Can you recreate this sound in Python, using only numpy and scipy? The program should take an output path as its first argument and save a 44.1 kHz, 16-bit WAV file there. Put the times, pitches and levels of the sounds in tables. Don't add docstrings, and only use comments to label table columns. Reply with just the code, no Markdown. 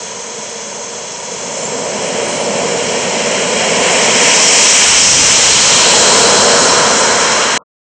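import sys
import numpy as np
from scipy import signal
from scipy.io import wavfile
from scipy.ndimage import uniform_filter1d

SR = 44100
rng = np.random.default_rng(int(sys.argv[2]) if len(sys.argv) > 2 else 0)


def unload_audio(sound):
    columns = np.transpose(np.atleast_2d(sound))
    steps = np.round(np.clip(columns, -1, 1) * 32767)
    wavfile.write(sys.argv[1], SR, steps.astype(np.int16))


def ratio(d):
    e = np.asarray(d, float) / 20
    return 10 ** e


N = 351036

# start_s, fuel_0_1, thrust_0_1, gust_db
ENGINE = [(0, 0.02, 0, 0), (1.1, 0.09, 0.01, -1), (1.58, 0.47, 0.16, -0.5), (2.0, 0.75, 0.4, -1.5),
          (2.6, 0.82, 0.43, 0), (3.12, 0.71, 0.49, 1.5), (3.4, 0.68, 0.59, 1), (3.75, 0.86, 0.71, 1),
          (4.1, 0.87, 0.88, 0.5), (4.45, 1, .99, 0), (5.1, 0.83, 1, -.6), (5.6, 0.67, 0.8, 2.6),
          (5.95, 0.86, 0.88, .8), (6.4, 1, 1, -1.5), (6.7, 1, 0.98, -0.6), (6.9, .99, 0.87, -0.6),
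          (7.2, 0.83, 0.9, 1), (7.57, 0.89, 0.98, -1)]
GAINS = {"rumble": (-30.5, 16.5, 1, 0.5, -3.5), "roar": (-33.5, 0, 21.5, 0, -0.5),
         "nozzle": (-38.5, 0.5, 10.5, 11, 1), "intake": (-29, 4.5, 7, 12.5, 0.5),
         "pipe": (-25.5, 1, 9, 2, 0.5), "chamber": (-10.5, 16.5, 0, -13.5, -15.5),
         "wake": (-31, 0.5, 1, -1, -2), "screech": (-31, 0, 20, 14, 0), "buffet": (-69.5, 2.5, -2.5, 22, 3)}
BEAMS = {"rumble": (24.7, 11.6, 7.7, 0.66), "roar": (31.6, 8.3, 4, 0.22), "nozzle": (27.7, 12, 7.9, 0.9),
         "intake": (23.7, 9, 5, 1.015), "pipe": (25, 13, 19, 0.2), "chamber": (24, 3.2, 19, 0.86),
         "wake": (21.9, 18, 36.4, .05), "screech": (42, 8.1, 3.7, 0.86), "buffet": (40, 10, 9, 1.4)}

# pitch_hz, level_db (per Hz)
RUMBLE = [(90, -28), (140, -10), (220, -2.5), (500, 2), (800, 0.5), (1100, -6.5), (1500, -15)]
ROAR = [(800, -4.5), (1200, -4), (1800, -3.5), (2500, -3), (3300, -3), (3900, -11)]
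NOZZLE = [(3000, -20), (3600, 4.5), (4200, -3), (4900, -3.5), (5600, -11.5)]
INTAKE = [(4500, -16.5), (5300, -2), (6300, 1.5), (7400, 0.5), (8200, 1.5), (9100, -6.5)]
# pitch_hz, level_db (per Hz)
BLAST = [(20, -1), (35, -1.5), (55, -4), (85, -6), (130, -1.5), (250, -8.5), (420, -12)]
# pitch_hz, level_db
SPREAD = [(60, 1.5), (180, -4), (500, -3.5), (1400, 1.5), (2000, -1), (2450, 2.5), (2900, -1.5), (3500, -5),
          (4100, 0), (4600, 3), (5000, 0), (5350, 2), (6000, 4.5), (9000, -12)]

# pitch_hz, width_hz, level_db
DUCT = [(3400, 130, -44), (6100, 260, -39), (6380, 200, -38), (6650, 240, -42), (465, 45, -43),
        (950, 80, -44)]
# pitch_hz, width_hz, level_db
CHAMBER = [(211.5, 74, -32.5), (480, 92, -32.5), (590, 94, -28.5)]
# start_s, pitch_hz, level_db
WHINE = [
    (0, 6845, -45),
    (1.2, 6855, -43),
    (1.5, 7070, -38),
    (1.68, 7310, -30),
    (1.8, 7520, -37),
    (2.0, 7930, -39),
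    (2.3, 8660, -30),
    (2.4, 8900, -26),
    (2.47, 9050, -27),
]
# start_s, pitch_hz, level_db
ROTOR = [
    (2.9, 5250, -60),
    (3.2, 5500, -46),
    (3.6, 6050, -45),
    (4.0, 6750, -42),
    (4.4, 7300, -50),
]
# pitch_hz, width_hz, level_db
PIPE = [(4110, 170, -27)]
# pitch_hz, width_hz, level_db
SCREECH = [(5230, 700, -24), (5940, 710, -20.5)]
# pitch_hz, width_hz, level_db
WAKE = [(1055, 240, -28), (1490, 740, -21)]

# pitch_hz, width_hz, level_db
HOUSING = [(215, 90, 1), (315, 80, -12), (470, 60, 4), (790, 110, -6), (990, 190, 4), (1150, 150, -3),
           (2250, 200, 2), (2620, 200, -2), (3200, 250, 3), (3750, 300, -5), (4100, 260, 3),
           (4650, 300, -3), (5250, 300, 3), (3545, 70, -17)]
# pitch_hz, level_db
ENDS = [(15, -8.5), (35, -9.5), (60, 0), (7400, 0), (8100, -2.5), (8600, -7), (9000, -12)]
# pitch_hz, level_db
FAINTEST = [(100, -90), (3000, -74), (7800, -67), (8400, -62), (8700, -56.5), (9000, -51.5)]
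# pitch_hz, level_db
SIDE_KEPT = [(100, -35), (550, -28), (900, -14), (2000, -10.5), (5000, -11), (5450, -13.5), (5600, 19)]

ABEAM_M, START_M, ROLL_S, ACCEL_M_S2 = 8, 0.5, 3.0, 3.0
BEHIND_DEG, BEHIND_EDGE_DEG = 73.1, 4.7
BLAST_DEG, BLAST_WIDTH_DEG = 48, 17.4
DUCT_DB, DUCT_QUITS_THRUST, DUCT_LOSS_DB = 2, 0.41, 198
NOTCH_HZ, NOTCH_CLIMB, ECHO_SHARE = 1268, 0.59, 0.44
WIDE_DB, WIDE_FUEL_DB, WIDE_BLAST_DB, WIDE_FAR = -12, -5, -2.5, 0.31
BYPASS_BLAST, BYPASS_BEHIND, BYPASS_FUEL = 0.27, 0.04, 0.04
LEAN_HZ = 905
LEAN_DB, LEAN_FUEL_DB, LEAN_BEHIND_DB, LEAN_BLAST_DB = -1.9, -0.7, 1.5, 1.7
CEILING, CAUGHT_S, OVERSHOOT, RECOVER_S, EASE_S, EASE_PER_S = 0.79, 4.2, 0.16, 0.36, 6.35, 0.11
KNEE = 4
CUTOFF_HZ, MASKED_DB = 9100, -10.5
STOP_S, SMEAR_S, SMEAR_HZ, SMEAR_DB = 7.577, 0.06, 1350, -24


def rms_one(x):
    return x / np.sqrt(np.mean(x ** 2) + 1e-20)


def in_time(rows):
    s, *columns = np.transpose(rows)
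    return [np.interp(np.arange(N) / SR, s, c) for c in columns]


def at_hz(points, hz):
    table_hz, table_db = np.transpose(points)
    return np.interp(np.log(hz), np.log(table_hz), table_db)


def drift(rate_hz):
    r = np.exp(-80 * np.pi * rate_hz / SR)
    noise = rng.standard_normal(N // 40 + 2002)
    slow = signal.lfilter([1], [1, -2 * r, r * r], noise)[2000:]
    return np.interp(np.arange(N) / 40, np.arange(len(slow)), rms_one(slow))


def jet():
    fuel, thrust, gust_db = in_time(ENGINE)
    rolling_s = np.maximum(np.arange(N) / SR - ROLL_S, 0)
    along_m = START_M + ACCEL_M_S2 / 2 * rolling_s ** 2
    angle = np.degrees(np.arctan2(ABEAM_M, along_m))
    far = np.hypot(ABEAM_M, along_m) / ABEAM_M
    behind = 1 / (1 + np.exp((angle - BEHIND_DEG) / BEHIND_EDGE_DEG))
    blast = np.exp(-((angle - BLAST_DEG) / BLAST_WIDTH_DEG) ** 4)
    return dict(fuel=fuel, thrust=thrust, gust_db=gust_db, angle=angle, far=far, behind=behind, blast=blast)


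def heard_db(layer, j):
    idle_db, fuel_db, thrust_db, behind_db, blast_db = GAINS[layer]
    beam_deg, width_deg, beam_db, loss_share = BEAMS[layer]
    made_db = idle_db + fuel_db * j["fuel"] + thrust_db * j["thrust"]
    placed_db = behind_db * j["behind"] + blast_db * j["blast"]
    beamed_db = beam_db * np.exp(-((j["angle"] - beam_deg) / width_deg) ** 2)
    spreading_db = loss_share * 20 * np.log10(j["far"])
    return made_db + placed_db + beamed_db - spreading_db + j["gust_db"]


def turbulence(spectrum, shared_db, own_db, own_rate):
    low_hz, high_hz = spectrum[0][0], spectrum[-1][0]
    edges = np.geomspace(low_hz, high_hz, 2 + int(3 * np.log2(high_hz / low_hz)))
    white = rng.standard_normal((2, 2, N))
    surge, out = drift(1.96), 0
    for k, (low, high) in enumerate(zip(edges, edges[1:])):
        sos = signal.butter(2, [low, high], "band", fs=SR, output="sos")
        band = signal.sosfilt(sos, white[k % 2])
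        hz = np.sqrt(low * high)
        band[1] *= ratio(at_hz(SPREAD, hz))
        out = out + band * ratio(at_hz(spectrum, hz) + shared_db * surge + own_db * drift(own_rate))
    return out / np.sqrt(np.mean(out[0] ** 2))


def exhaust(j):
    rumble = turbulence(RUMBLE, shared_db=-0.52, own_db=0.56, own_rate=18.0)
    roar = turbulence(ROAR, shared_db=0.74, own_db=0.05, own_rate=5.2)
    nozzle = turbulence(NOZZLE, shared_db=0.4, own_db=0.7, own_rate=14.0)
    intake = turbulence(INTAKE, shared_db=-0.38, own_db=0.73, own_rate=25.0)
    out = ratio(heard_db("rumble", j) - 0.9) * rumble
    out = out + ratio(heard_db("roar", j) + 0.44) * roar
    out = out + ratio(heard_db("nozzle", j)) * nozzle
    return out + ratio(heard_db("intake", j) - 0.1) * intake


def asphalt(mid_side, j):
    mid, side = mid_side
    notch_hz = NOTCH_HZ * j["far"] ** NOTCH_CLIMB
    strength = ECHO_SHARE * np.clip(j["fuel"], 0, 1)
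    dull = signal.sosfiltfilt(signal.butter(1, 3500, fs=SR, output="sos"), mid)
    echo = np.interp(np.arange(N) - SR / (2 * notch_hz), np.arange(N), dull)
    mid = (mid + strength * echo) / np.sqrt(1 + strength ** 2)
    side_db = WIDE_DB + WIDE_FUEL_DB * j["fuel"] + WIDE_BLAST_DB * j["blast"]
    side_db = side_db + WIDE_FAR * 20 * np.log10(j["far"])
    return mid, ratio(side_db) * side


def whistles(modes, level_db):
    out = 0
    for hz, width_hz, db in modes:
        r = np.exp(-np.pi * width_hz / SR)
        once = [1, -2 * r * np.cos(2 * np.pi * hz / SR), r * r]
        ringing = signal.lfilter([1], np.convolve(once, once), rng.standard_normal(N))
        out = out + ratio(db) * rms_one(ringing)
    return out * ratio(level_db)


def duct_whistles(j):
    excess = np.maximum(j["thrust"] - DUCT_QUITS_THRUST, 0)
    return whistles(DUCT, DUCT_DB - DUCT_LOSS_DB * excess)


def blade_tone(rows, wobble_hz, flutter_db):
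    hz, level_db = in_time(rows)
    phase = 2 * np.pi * np.cumsum(hz + wobble_hz * drift(40.0)) / SR
    sounding = np.clip((rows[-1][0] - np.arange(N) / SR) * 20, 0, 1)
    return np.sqrt(2) * ratio(level_db + flutter_db * drift(42.0)) * sounding * np.sin(phase)


def jet_resonances(j):
    out = whistles(CHAMBER, heard_db("chamber", j)) + whistles(PIPE, heard_db("pipe", j))
    return out + whistles(WAKE, heard_db("wake", j)) + whistles(SCREECH, heard_db("screech", j))


def buffeting(j):
    wind = turbulence(BLAST, shared_db=-4.0, own_db=-1.5, own_rate=6.0)
    mid, side = ratio(heard_db("buffet", j) + 14.0) * wind
    return mid, ratio(-11.0) * side


def housing(x):
    for hz, width_hz, db in HOUSING:
        a, damp = ratio(db / 2), np.pi * width_hz / SR
        turn = -2 * np.cos(2 * np.pi * hz / SR)
        x = signal.lfilter([1 + damp * a, turn, 1 - damp * a], [1 + damp / a, turn, 1 - damp / a], x)
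    return x


def bass_lean(mid, j):
    bass = signal.sosfilt(signal.butter(1, LEAN_HZ, fs=SR, output="sos"), mid)
    lean_db = LEAN_DB + LEAN_FUEL_DB * j["fuel"] + LEAN_BEHIND_DB * j["behind"] + LEAN_BLAST_DB * j["blast"]
    return (ratio(lean_db / 2) - 1) * bass


def scene():
    j = jet()
    mid, side = asphalt(exhaust(j), j)
    mid = mid + duct_whistles(j)
    mid = mid + blade_tone(WHINE, wobble_hz=58, flutter_db=3.5)
    mid = mid + blade_tone(ROTOR, wobble_hz=90, flutter_db=2.0)
    mid = mid + jet_resonances(j)
    mid, side = signal.sosfilt(signal.butter(3, 58, "high", fs=SR, output="sos"), [mid, side])
    bypass = BYPASS_BLAST * j["blast"] + BYPASS_BEHIND * j["behind"] ** 2
    bypass = bypass + BYPASS_FUEL * np.clip(j["fuel"], 0, 1)
    mid = (1 - bypass) * housing(mid) + bypass * mid
    wind_mid, wind_side = buffeting(j)
    mid, side = mid + wind_mid, side + wind_side
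    side = side + bass_lean(mid, j)
    return np.array([mid + side, mid - side])


def overload(x):
    s = np.arange(N) / SR
    caught = OVERSHOOT * (s > CAUGHT_S) * np.exp(-abs(s - CAUGHT_S) / RECOVER_S)
    top = CEILING + caught - EASE_PER_S * np.maximum(s - EASE_S, 0)
    return x / (1 + np.abs(x / top) ** KNEE) ** (1 / KNEE)


def thin_cells(x):
    mid_side = [(x[0] + x[1]) / 2, (x[0] - x[1]) / 2]
    hz, _, (m, s) = signal.stft(mid_side, SR, nperseg=2048, noverlap=1536)
    m, s = [m, s] * (ratio(at_hz(ENDS, hz + 1)) * (hz < CUTOFF_HZ))[:, None]
    lasting = uniform_filter1d(abs(np.array([m, s])) ** 2, size=5, axis=2)
    cell = np.minimum(np.arange(len(hz)) // 6 * 6 + 3, len(hz) - 1)
    m_power, s_power = uniform_filter1d(lasting, size=6, axis=1)[:, cell]
    fine = uniform_filter1d(lasting[0], size=3, axis=0)
    wide = uniform_filter1d(lasting[0], size=30, axis=0)
    masked = (fine < ratio(2 * MASKED_DB) * wide) & (hz > 3000)[:, None]
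    m = m * (m_power > ratio(2 * at_hz(FAINTEST, hz + 1))[:, None]) * ~masked
    s = s * (s_power > ratio(2 * at_hz(SIDE_KEPT, hz + 1))[:, None] * m_power)
    mid, side = signal.istft([m, s], SR, nperseg=2048, noverlap=1536)[1][:, :N]
    return np.array([mid + side, mid - side])


def abrupt_stop(x):
    after_s = np.arange(N) / SR - STOP_S
    low = signal.sosfilt(signal.ellip(6, 1, 60, [60, SMEAR_HZ], "band", fs=SR, output="sos"), x)
    smear = ratio(SMEAR_DB) * np.clip((SMEAR_S - after_s) * 60, 0, 1) * low
    trace = ratio(-22 - 5000 * np.maximum(after_s, 0)) * x
    return np.where(after_s < 0, x, smear + trace)


def top_cut(x):
    return signal.sosfilt(signal.butter(12, 8850, fs=SR, output="sos"), x)


def record(dry):
    x = overload(ratio(0.67) * dry)
    x = thin_cells(x)
    x = abrupt_stop(x)
    return top_cut(x)


dry = scene()
out = record(dry)
unload_audio(out)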